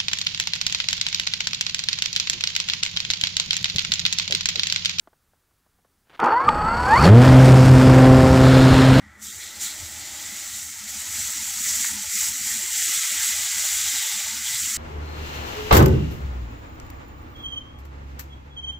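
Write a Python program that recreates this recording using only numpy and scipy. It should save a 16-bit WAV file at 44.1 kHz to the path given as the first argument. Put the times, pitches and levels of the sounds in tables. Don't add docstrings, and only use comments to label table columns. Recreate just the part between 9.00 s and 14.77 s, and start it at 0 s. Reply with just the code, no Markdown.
import sys
import numpy as np
from scipy import signal
from scipy.fft import rfft, irfft, next_fast_len
from scipy.io import wavfile
from scipy.ndimage import uniform_filter1d

SR = 44100
rng = np.random.default_rng(int(sys.argv[2]) if len(sys.argv) > 2 else 0)


def transcribe(u):
    v = np.clip(np.atleast_2d(u).T, -1, 1)
    q = np.round(v * 32767).astype(np.int16)
    wavfile.write(sys.argv[1], SR, q)


N = 254456
TIME = np.arange(N) / SR

# (f/Hz, relative level/dB per Hz)
SIDE_RUMBLE_SPECTRUM = [(20, -6), (80, 1), (130, -5), (210, 3), (320, -7), (450, -40), (1500, -58)]
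# (f/Hz, relative level/dB per Hz)
DEEP_DRONE_SPECTRUM = [(15, -39), (40, -15.5), (58, -16), (70, -9.5), (79, 9.5), (88, -7), (100, -10),
                       (140, -14.5), (180, -33), (400, -80)]
UPPER_DRONE_SPECTRUM = [(100, -41), (170, -9), (190, -5.5), (209, 8.5), (232, -11.5), (270, -4.5),
                        (320, -17.5), (400, -79), (800, -95)]
# (middle t/s, length t/s, added level/dB)
DEEP_DRONE_SWELLS = [(0.844, 0.13, -49), (2.098, 0.74, -58.5), (4.592, 0.22, -47.5), (5.257, 0.18, -51)]
# (t/s, level/dB)
UPPER_DRONE_CURVE = [(0, -55), (.45, -63.5), (1.3, -61.5), (2.1, -55.5), (2.9, -52.5), (3.6, -54.5),
                     (3.95, -58.5), (4.35, -60.5), (4.6, -71.5), (5.2, -54), (5.77, -56.5)]
# (f/Hz, relative level/dB per Hz)
JET_SPECTRUM = [(600, -74), (800, -19), (1100, -5.5), (1330, 3.5), (1700, 0), (1950, 9.5), (2150, 2),
                (2650, -14), (3300, -10.5), (5500, -25), (7300, -17), (9000, -24), (15000, -33)]
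# (f/Hz, relative level/dB per Hz)
FLAME_SPECTRUM = [(100, -2), (270, 2), (350, 5), (400, -19), (450, -27), (520, -13), (600, 5), (680, -3.5),
                  (820, 6), (1000, -5), (2000, -28), (8000, -31)]
# (t/s, level/dB)
ROAR_CURVE = [(0, -64), (.35, -61), (.75, -52.5), (1.3, -53.5), (1.6, -59), (1.85, -59.5), (2.15, -55.5),
              (2.3, -78), (2.45, -104), (5.77, -110)]
# (middle t/s, f/Hz, level/dB)
PLACED_BLIPS = [(2.046, 614, -62), (2.194, 650, -56), (2.295, 614, -57), (2.44, 596, -60),
                (2.675, 608, -57.5), (2.743, 637, -54.5), (2.97, 350, -58.5), (3.05, 604, -56),
                (3.35, 615, -67), (3.602, 596, -55.5), (3.64, 355, -53), (3.89, 334, -53),
                (3.975, 135, -54), (4.118, 598, -53), (4.345, 630, -54), (4.4, 595, -56),
                (4.464, 700, -54.5), (4.6, 633, -56), (4.648, 611, -52), (5.065, 570, -55.5),
                (5.2, 600, -56), (5.268, 637, -54), (5.345, 510, -60), (5.528, 704, -59)]
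# (lowest f/Hz, highest f/Hz, rate/blips per s, middle level/dB)
RANDOM_BLIPS = [(196.3, 320, 6, -57.5), (758.4, 1020, 20, -56.5)]
# (peak t/s, level/dB, Gaussian spread t/s, f/Hz)
LADLE_SQUELCHES = [(0.295, -46, 0.043, 3600), (0.402, -43.5, 0.0099, 2030), (0.432, -46, 0.013, 2030),
                   (0.422, -43, 0.013, 3700), (0.49, -47, 0.045, 3780), (0.68, -44, 0.027, 2130),
                   (0.666, -39, 0.049, 3950), (1.175, -49, 0.15, 3830), (1.55, -43.5, .018, 3900),
                   (2.17, -45, 0.036, 2050), (2.66, -39, 0.017, 2110), (2.7, -30, 0.025, 6200),
                   (2.847, -41, 0.025, 3800), (2.86, -40.5, 0.057, 1900), (3.188, -39.5, 0.073, 2180),
                   (3.517, -41.5, 0.099, 2110), (3.865, -40, 0.12, 2120), (4.013, -39, 0.33, 3260),
                   (4.203, -37.5, 0.031, 1920), (4.976, -35.5, 0.16, 3550), (5.475, -34.5, .014, 3330),
                   (5.544, -36.5, .03, 3630)]
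# (f/Hz, width f/Hz, relative level/dB)
GRIDDLE_RINGS = [(817, 73, -14.5), (894, 61, -12), (1286, 150, -10), (1527, 100, -14.5), (1998, 69, -10),
                 (2040, 296, -1), (3284, 150, -7.5)]
# (start t/s, peak level/dB, f/Hz)
CRACKLES = [(2.245, -31, 3200), (2.662, -35, 1900), (2.846, -25.5, 1990), (3.155, -24, 7000),
            (3.883, -29, 1900), (4.198, -28, 1900), (4.206, -24, 2100), (4.581, -20, 7200)]
# (f/Hz, relative level/dB per Hz)
FIZZ_SPECTRUM = [(600, -74), (2500, -21), (4500, -13.5), (5400, -9.5), (5900, -2), (6200, -4.5), (7200, 1),
                 (7750, 0.5), (8400, -7.5), (9300, -13), (11000, -34), (16000, -33)]
SPUTTER_SPECTRUM = [(560, -46.5), (760, -30), (950, -38), (1080, -12.5), (1300, -7.5), (1650, -3.5),
                    (2150, 0.5), (2550, -2.5), (3250, -1), (3900, 1), (4800, -0.5), (6000, 1), (9000, -15),
                    (16000, -55.5)]
SPRAY_SPECTRUM = [(600, -61), (2000, -76), (6000, -1.5), (8500, -2), (10000, 2.5), (12500, 2), (15000, 3.5),
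                  (16000, -4)]
# (t/s, fizz level/dB of tiny bursts, sputter level/dB of larger bubbles)
BOIL_CURVE = [(0.0, -70, -65), (0.18, -63, -72), (0.23, -38.5, -55), (0.36, -39.5, -49), (0.52, -41.5, -45),
              (0.8, -37.5, -42.5), (0.95, -39, -43.5), (1.2, -37.5, -41.5), (1.42, -35, -40.5),
              (1.66, -36, -45.5), (1.83, -38.5, -42.5), (2.1, -33.5, -38.5), (2.4, -30.5, -37.5),
              (2.9, -29.5, -38), (2.99, -32, -38), (3.3, -29.5, -38.5), (3.65, -29.5, -39),
              (4.05, -26, -31.5), (4.5, -27.5, -33), (5.08, -27, -32), (5.25, -30.5, -33), (5.41, -32, -36),
              (5.5, -28.5, -34), (5.77, -30, -35.5)]
# (start t/s, fizz level/dB before the trim)
STEAM_SPLASHES = [(0.208, -41), (0.392, -43), (0.592, -28.5), (1.525, -35.5), (1.755, -47)]
# (middle t/s, length t/s, rise and fall t/s, fizz level/dB before the trim)
LADLE_STROKES = [(1.95, 0.16, 0.04, -36), (2.214, 0.24, 0.15, -32), (2.755, 0.3, 0.19, -27),
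                 (3.215, 0.18, 0.12, -25.5), (3.513, 0.17, 0.15, -29), (3.86, 0.29, 0.11, -27),
                 (4.267, 0.13, 0.08, -27), (4.76, 0.36, 0.21, -30), (5.623, 0.34, 0.07, -32)]
# (middle t/s, length t/s, lowest f/Hz, highest f/Hz)
LOW_END_DIPS = [(0.257, .06, 520, 775), (0.304, 0.043, 500, 1140), (0.653, 0.071, 410, 660),
                (1.51, 0.056, 480, 720), (1.714, 0.038, 590, 950), (1.79, 0.066, 310, 730),
                (2.45, 0.027, 5, 190), (2.636, 0.047, 400, 1080), (3.111, 0.038, 5, 330),
                (3.168, 0.092, 260, 1110), (3.37, 0.059, 5, 170), (3.731, 0.082, 140, 700),
                (3.8, 0.17, 900, 1250), (3.852, 0.031, 5, 700), (3.936, 0.06, 5, 710),
                (4.047, 0.122, 5, 750), (3.495, 0.03, 5, 150), (4.22, 0.095, 187, 720),
                (4.28, 0.066, 5, 190), (4.48, 0.035, 5, 597), (5.068, 0.14, 5, 470),
                (5.635, 0.054, 400, 1150)]

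SIDE_RUMBLE_DB, SIDE_ROAR_DB = -75.5, -12.5
DEEP_DRONE_DB, JETS_DB = -55, -52.0
MURMUR_DB, MURMUR_STARTS_S, MURMUR_ENDS_S, MURMUR_FADE_DB_PER_S = -67, 0.19, 1.23, 74
BLIPS_FROM_S, BLIP_S, BLIP_GLIDE = 1.9, 0.06, 0.078
KITCHEN_T60_S, ECHO_DB, ECHO_SHIFTS_PER_S = 0.079, -10.5, 1.23
SQUELCH_BUBBLES_PER_S = 3500
SQUELCH_WIDTH, SQUELCH_WANDER = 0.21, 0.05
RING_REST_DEPTH_DB = -29
RING_RESTS_BELOW = -0.3
CRACKLE_DECAY_S, CRACKLE_WIDTH = 0.0023, 0.54
SPLASH_ATTACK_S, SPLASH_HOLD_S, SPLASH_FALL_DB_PER_S = 0.025, 0.026, 154
FRESH_SPUTTER_DB, FRESH_SPRAY_DB = -10, -8
BOIL_SPRAY_DB = -8
SPUTTER_LAG_S = 0.01
FLURRIES_PER_S, FLURRY_S = 190, 0.0034
FIZZ_TRIM_DB, SPRAY_TRIM_DB, SPUTTER_TRIM_DB = -0.08, 1.5, 1.32
PAN_LOW_CUT_HZ, CUTOFF_HZ = 760, 15600
DIP_DB, DIP_EDGE_S = -38, 0.018


def from_db(db):
    return 10 ** (np.asarray(db) / 20)


def rms_one(x):
    return x / np.sqrt(np.mean(x ** 2) + 1e-20)


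def in_time(rows):
    s, *columns = np.transpose(rows)
    return [np.interp(TIME, s, c) for c in columns]


def swell(middle_s, length_s):
    return np.cos(np.pi * np.clip((TIME - middle_s) / length_s, -.5, .5))


def plateau(middle_s, length_s, edge_s):
    inside_s = length_s / 2 - np.abs(TIME - middle_s)
    return np.sin(np.pi / 2 * np.clip(inside_s / edge_s + .5, 0, 1)) ** 2


def lagging(power, lag_s):
    keep = np.exp(-1 / (lag_s * SR))
    return signal.lfilter([1 - keep], [1, -keep], power)


def drift(rate):
    size = 8192
    speed = np.arange(size // 2 + 1) * SR / N / rate
    slow = irfft(rfft(rng.standard_normal(size)) / (1 + speed ** 2 + (speed / 3) ** 6))
    return np.interp(np.arange(N) * size / N, np.arange(size), rms_one(slow))


def colour(x, spectrum):
    size = 4096
    hz, db = np.transpose(spectrum)
    bins = np.maximum(np.arange(size // 2 + 1) * SR / size, 1)
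    cepstrum = irfft(np.log(from_db(np.interp(np.log(bins), np.log(hz), db))))
    cepstrum[1:size // 2] *= 2
    cepstrum[size // 2 + 1:] = 0
    response = irfft(np.exp(rfft(cepstrum)))
    return rms_one(signal.fftconvolve(x, response)[:N])


def resonate(x, hz, width_hz):
    edges = [max(hz - width_hz / 2, 15), hz + width_hz / 2]
    band = signal.butter(2, edges, "band", fs=SR, output="sos")
    return rms_one(signal.sosfilt(band, x + 1e-18))


def lumpy(spectrum, flutter_db, flutter_rate):
    noise = colour(rng.standard_normal(N), spectrum) * from_db(flutter_db * drift(flutter_rate))
    power = uniform_filter1d(uniform_filter1d(noise ** 2, size=6000), size=2000)
    return noise / np.sqrt(power + 1e-9)


def bursts(per_s, spread_db, clump_db, clump_rate):
    born = rng.random(N) < per_s / SR
    sizes = from_db(spread_db * np.minimum(rng.exponential(1, N), 5))
    clicks = born * sizes * rng.choice([-1, 1], N) / np.sqrt(per_s)
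    return rms_one(clicks * from_db(clump_db * drift(clump_rate)))


def room_width():
    roar_db, = in_time(ROAR_CURVE)
    rumble_gain = from_db(SIDE_RUMBLE_DB + 5.1 * drift(7.4))
    rumble = rumble_gain * colour(rng.standard_normal(N), SIDE_RUMBLE_SPECTRUM)
    roar = from_db(roar_db + SIDE_ROAR_DB) * colour(rng.standard_normal(N), FLAME_SPECTRUM)
    return (rumble + roar) * np.array([[1], [-1]])


def drone():
    swells = sum(from_db(db) * swell(s, length) ** 2 for s, length, db in DEEP_DRONE_SWELLS)
    deep_gain = (from_db(DEEP_DRONE_DB) + swells) * from_db(2.1 * drift(3.6))
    deep = deep_gain * lumpy(DEEP_DRONE_SPECTRUM, flutter_db=9.5, flutter_rate=2.4)
    upper_db, = in_time(UPPER_DRONE_CURVE)
    upper_gain = from_db(upper_db + 3.1 * drift(22))
    upper = upper_gain * lumpy(UPPER_DRONE_SPECTRUM, flutter_db=12.5, flutter_rate=2.34)
    return deep + upper


def burner():
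    roar_db, = in_time(ROAR_CURVE)
    jets = from_db(JETS_DB) * colour(rng.standard_normal(N), JET_SPECTRUM)
    flame = from_db(roar_db) * colour(rng.standard_normal(N), FLAME_SPECTRUM)
    return jets + flame


def murmur(hz=470, width_hz=130):
    outside_s = np.abs(TIME - np.clip(TIME, MURMUR_STARTS_S, MURMUR_ENDS_S))
    level_db = MURMUR_DB - MURMUR_FADE_DB_PER_S * outside_s + 2.3 * drift(7.1)
    return from_db(level_db) * resonate(rng.standard_normal(N), hz, width_hz)


def tone_blips(spread_db=5.0):
    out, blips = np.zeros(N), list(PLACED_BLIPS)
    span_s = TIME[-1] - BLIPS_FROM_S
    for low, high, per_s, db in RANDOM_BLIPS:
        for k, (when, pitch, size) in enumerate(rng.random((int(per_s * span_s), 3))):
            middle_s = BLIPS_FROM_S + (k + 2 * when) / per_s
            blips.append((middle_s, low * (high / low) ** pitch, db + spread_db * (2 * size - 1)))
    for s, hz, db in blips:
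        slope = rng.uniform(-0.85, 1)
        near = slice(*np.searchsorted(TIME, [s - BLIP_S / 2, s + BLIP_S / 2]))
        through = (TIME[near] - s) / BLIP_S
        phase = 2 * np.pi * np.cumsum(hz * (1 + BLIP_GLIDE * slope * through)) / SR
        out[near] += from_db(db) * np.cos(np.pi * through) ** 2 * np.sqrt(2) * np.sin(phase)
    return out


def kitchen(x, count=6):
    after = TIME[:SR // 5]
    weights = np.array([drift(ECHO_SHIFTS_PER_S) for _ in range(count)])
    out = 0
    for weight in weights / np.linalg.norm(weights, axis=0):
        arrives = (rng.random(len(after)) < 1500 / SR) & (after > .002)
        walls = arrives * rng.standard_normal(len(after)) * from_db(-60 * after / KITCHEN_T60_S)
        out = out + weight * signal.fftconvolve(x, walls / np.linalg.norm(walls))[:N]
    return from_db(ECHO_DB) * out


def ladle():
    bubbles = bursts(SQUELCH_BUBBLES_PER_S, spread_db=0.9, clump_db=0.5, clump_rate=65)
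    warped = TIME + np.cumsum(SQUELCH_WANDER * drift(12)) / SR
    out = 0
    for s, db, spread_s, hz in LADLE_SQUELCHES:
        shape = np.exp(-.5 * ((TIME - s) / spread_s) ** 2)
        wet = np.interp(warped, TIME, resonate(bubbles, hz, SQUELCH_WIDTH * hz))
        out = out + from_db(db) * shape * wet
    return out


def griddle(sputter_db):
    knocks = bursts(8000, spread_db=0.5, clump_db=-0.5, clump_rate=160)
    rings = 0
    for hz, width, db in GRIDDLE_RINGS:
        resting = .5 + .5 * np.tanh(2.8 * (RING_RESTS_BELOW - drift(9.3)))
        rest_db = RING_REST_DEPTH_DB * (800 / hz) ** 2 * resting
        rings = rings + from_db(db) * rms_one(resonate(knocks, hz, width) * from_db(rest_db))
    return from_db(-40.0 + 0.81 * (sputter_db + 27.5)) * rings


def crackles():
    noise, out = rng.standard_normal(N), 0
    for s, db, hz in CRACKLES:
        puff = (TIME > s) * np.exp(-np.abs(TIME - s) / CRACKLE_DECAY_S)
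        out = out + from_db(db) * puff * resonate(noise, hz, CRACKLE_WIDTH * hz)
    return out


def vents(fizz_db, count=900, half_open_s=.05, waver_hz=80):
    out = np.zeros(N)
    for when, pitch in rng.random((count, 2)):
        middle_s = when * TIME[-1]
        near = slice(*np.searchsorted(TIME, middle_s + np.array([-half_open_s, half_open_s])))
        opening = np.cos(np.pi / 2 * (TIME[near] - middle_s) / half_open_s) ** 2
        waver = np.cumsum(rng.standard_normal(len(opening))) * np.sqrt(2 * np.pi * waver_hz / SR)
        hz = 2500 * 4.0 ** pitch
        out[near] += opening * np.sin(2 * np.pi * hz * TIME[near] + waver)
    song = colour(out, [(2500, -20), (5000, 1.5), (6000, 1.5), (7400, 10.5), (9000, -0.5)])
    return from_db(fizz_db - 10.0) * song


def boil():
    fizz_db, sputter_db = in_time(BOIL_CURVE)
    fresh = sum((from_db(db) * plateau(s, length, edge)) ** 2 for s, length, edge, db in LADLE_STROKES)
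    for s, db in STEAM_SPLASHES:
        attack = np.clip((TIME - s) / SPLASH_ATTACK_S, 0, 1)
        cooling_s = np.maximum(TIME - s - SPLASH_ATTACK_S - SPLASH_HOLD_S, 0)
        fresh = fresh + (attack * from_db(db - SPLASH_FALL_DB_PER_S * cooling_s)) ** 2
    fizz = from_db(fizz_db) ** 2 + fresh
    sputter = from_db(sputter_db) ** 2 + from_db(FRESH_SPUTTER_DB) ** 2 * lagging(fresh, SPUTTER_LAG_S)
    spray = from_db(fizz_db + BOIL_SPRAY_DB) ** 2 + from_db(FRESH_SPRAY_DB) ** 2 * fresh
    return 10 * np.log10([fizz, sputter, spray])


def sizzle(fizz_db, sputter_db, spray_db):
    vigour = from_db(.2 * (fizz_db - np.max(fizz_db)))
    flurries = lagging(1e-18 + (rng.random(N) < FLURRIES_PER_S / SR), FLURRY_S)
    pops = bursts(5000 * vigour, spread_db=0.0, clump_db=0.5, clump_rate=12)
    pops = rms_one(pops * np.sqrt(flurries))
    tiny = bursts(16000 * vigour, spread_db=0.5, clump_db=0.66, clump_rate=45) + 0.7 * pops
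    fine = bursts(20000 * vigour, spread_db=1.5, clump_db=0.7, clump_rate=52) + 0.52 * pops
    large = bursts(10000 * vigour, spread_db=1.5, clump_db=0.67, clump_rate=20) + 0.51 * pops
    fizz = from_db(fizz_db + FIZZ_TRIM_DB) * colour(tiny, FIZZ_SPECTRUM)
    spray = from_db(spray_db + SPRAY_TRIM_DB) * colour(fine, SPRAY_SPECTRUM)
    sputter = from_db(sputter_db + SPUTTER_TRIM_DB) * colour(large, SPUTTER_SPECTRUM)
    return fizz + spray + sputter


def low_dips(x):
    size = next_fast_len(N)
    hz = np.arange(size // 2 + 1) * SR / size + 1
    spectrum = rfft(x, size)
    for s, length, low, high in LOW_END_DIPS:
        band = irfft(spectrum / (1 + (low / hz) ** 24) / (1 + (hz / high) ** 24), size)[..., :N]
        x = x - (1 - from_db(DIP_DB)) * plateau(s, length, DIP_EDGE_S) * band
    return x


def scene():
    fizz_db, sputter_db, spray_db = boil()
    background = drone() + burner() + murmur() + tone_blips() + room_width()
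    pan = ladle() + griddle(sputter_db) + crackles() + vents(fizz_db) + sizzle(fizz_db, sputter_db, spray_db)
    low_cut = signal.cheby1(14, .5, PAN_LOW_CUT_HZ, "high", fs=SR, output="sos")
    pan = signal.sosfilt(low_cut, pan)
    return low_dips(background + kitchen(pan) + pan)


def record(dry):
    top_cut = signal.ellip(12, .1, 80, CUTOFF_HZ, fs=SR, output="sos")
    return signal.sosfilt(top_cut, dry)


dry = scene()
out = record(dry)
transcribe(out)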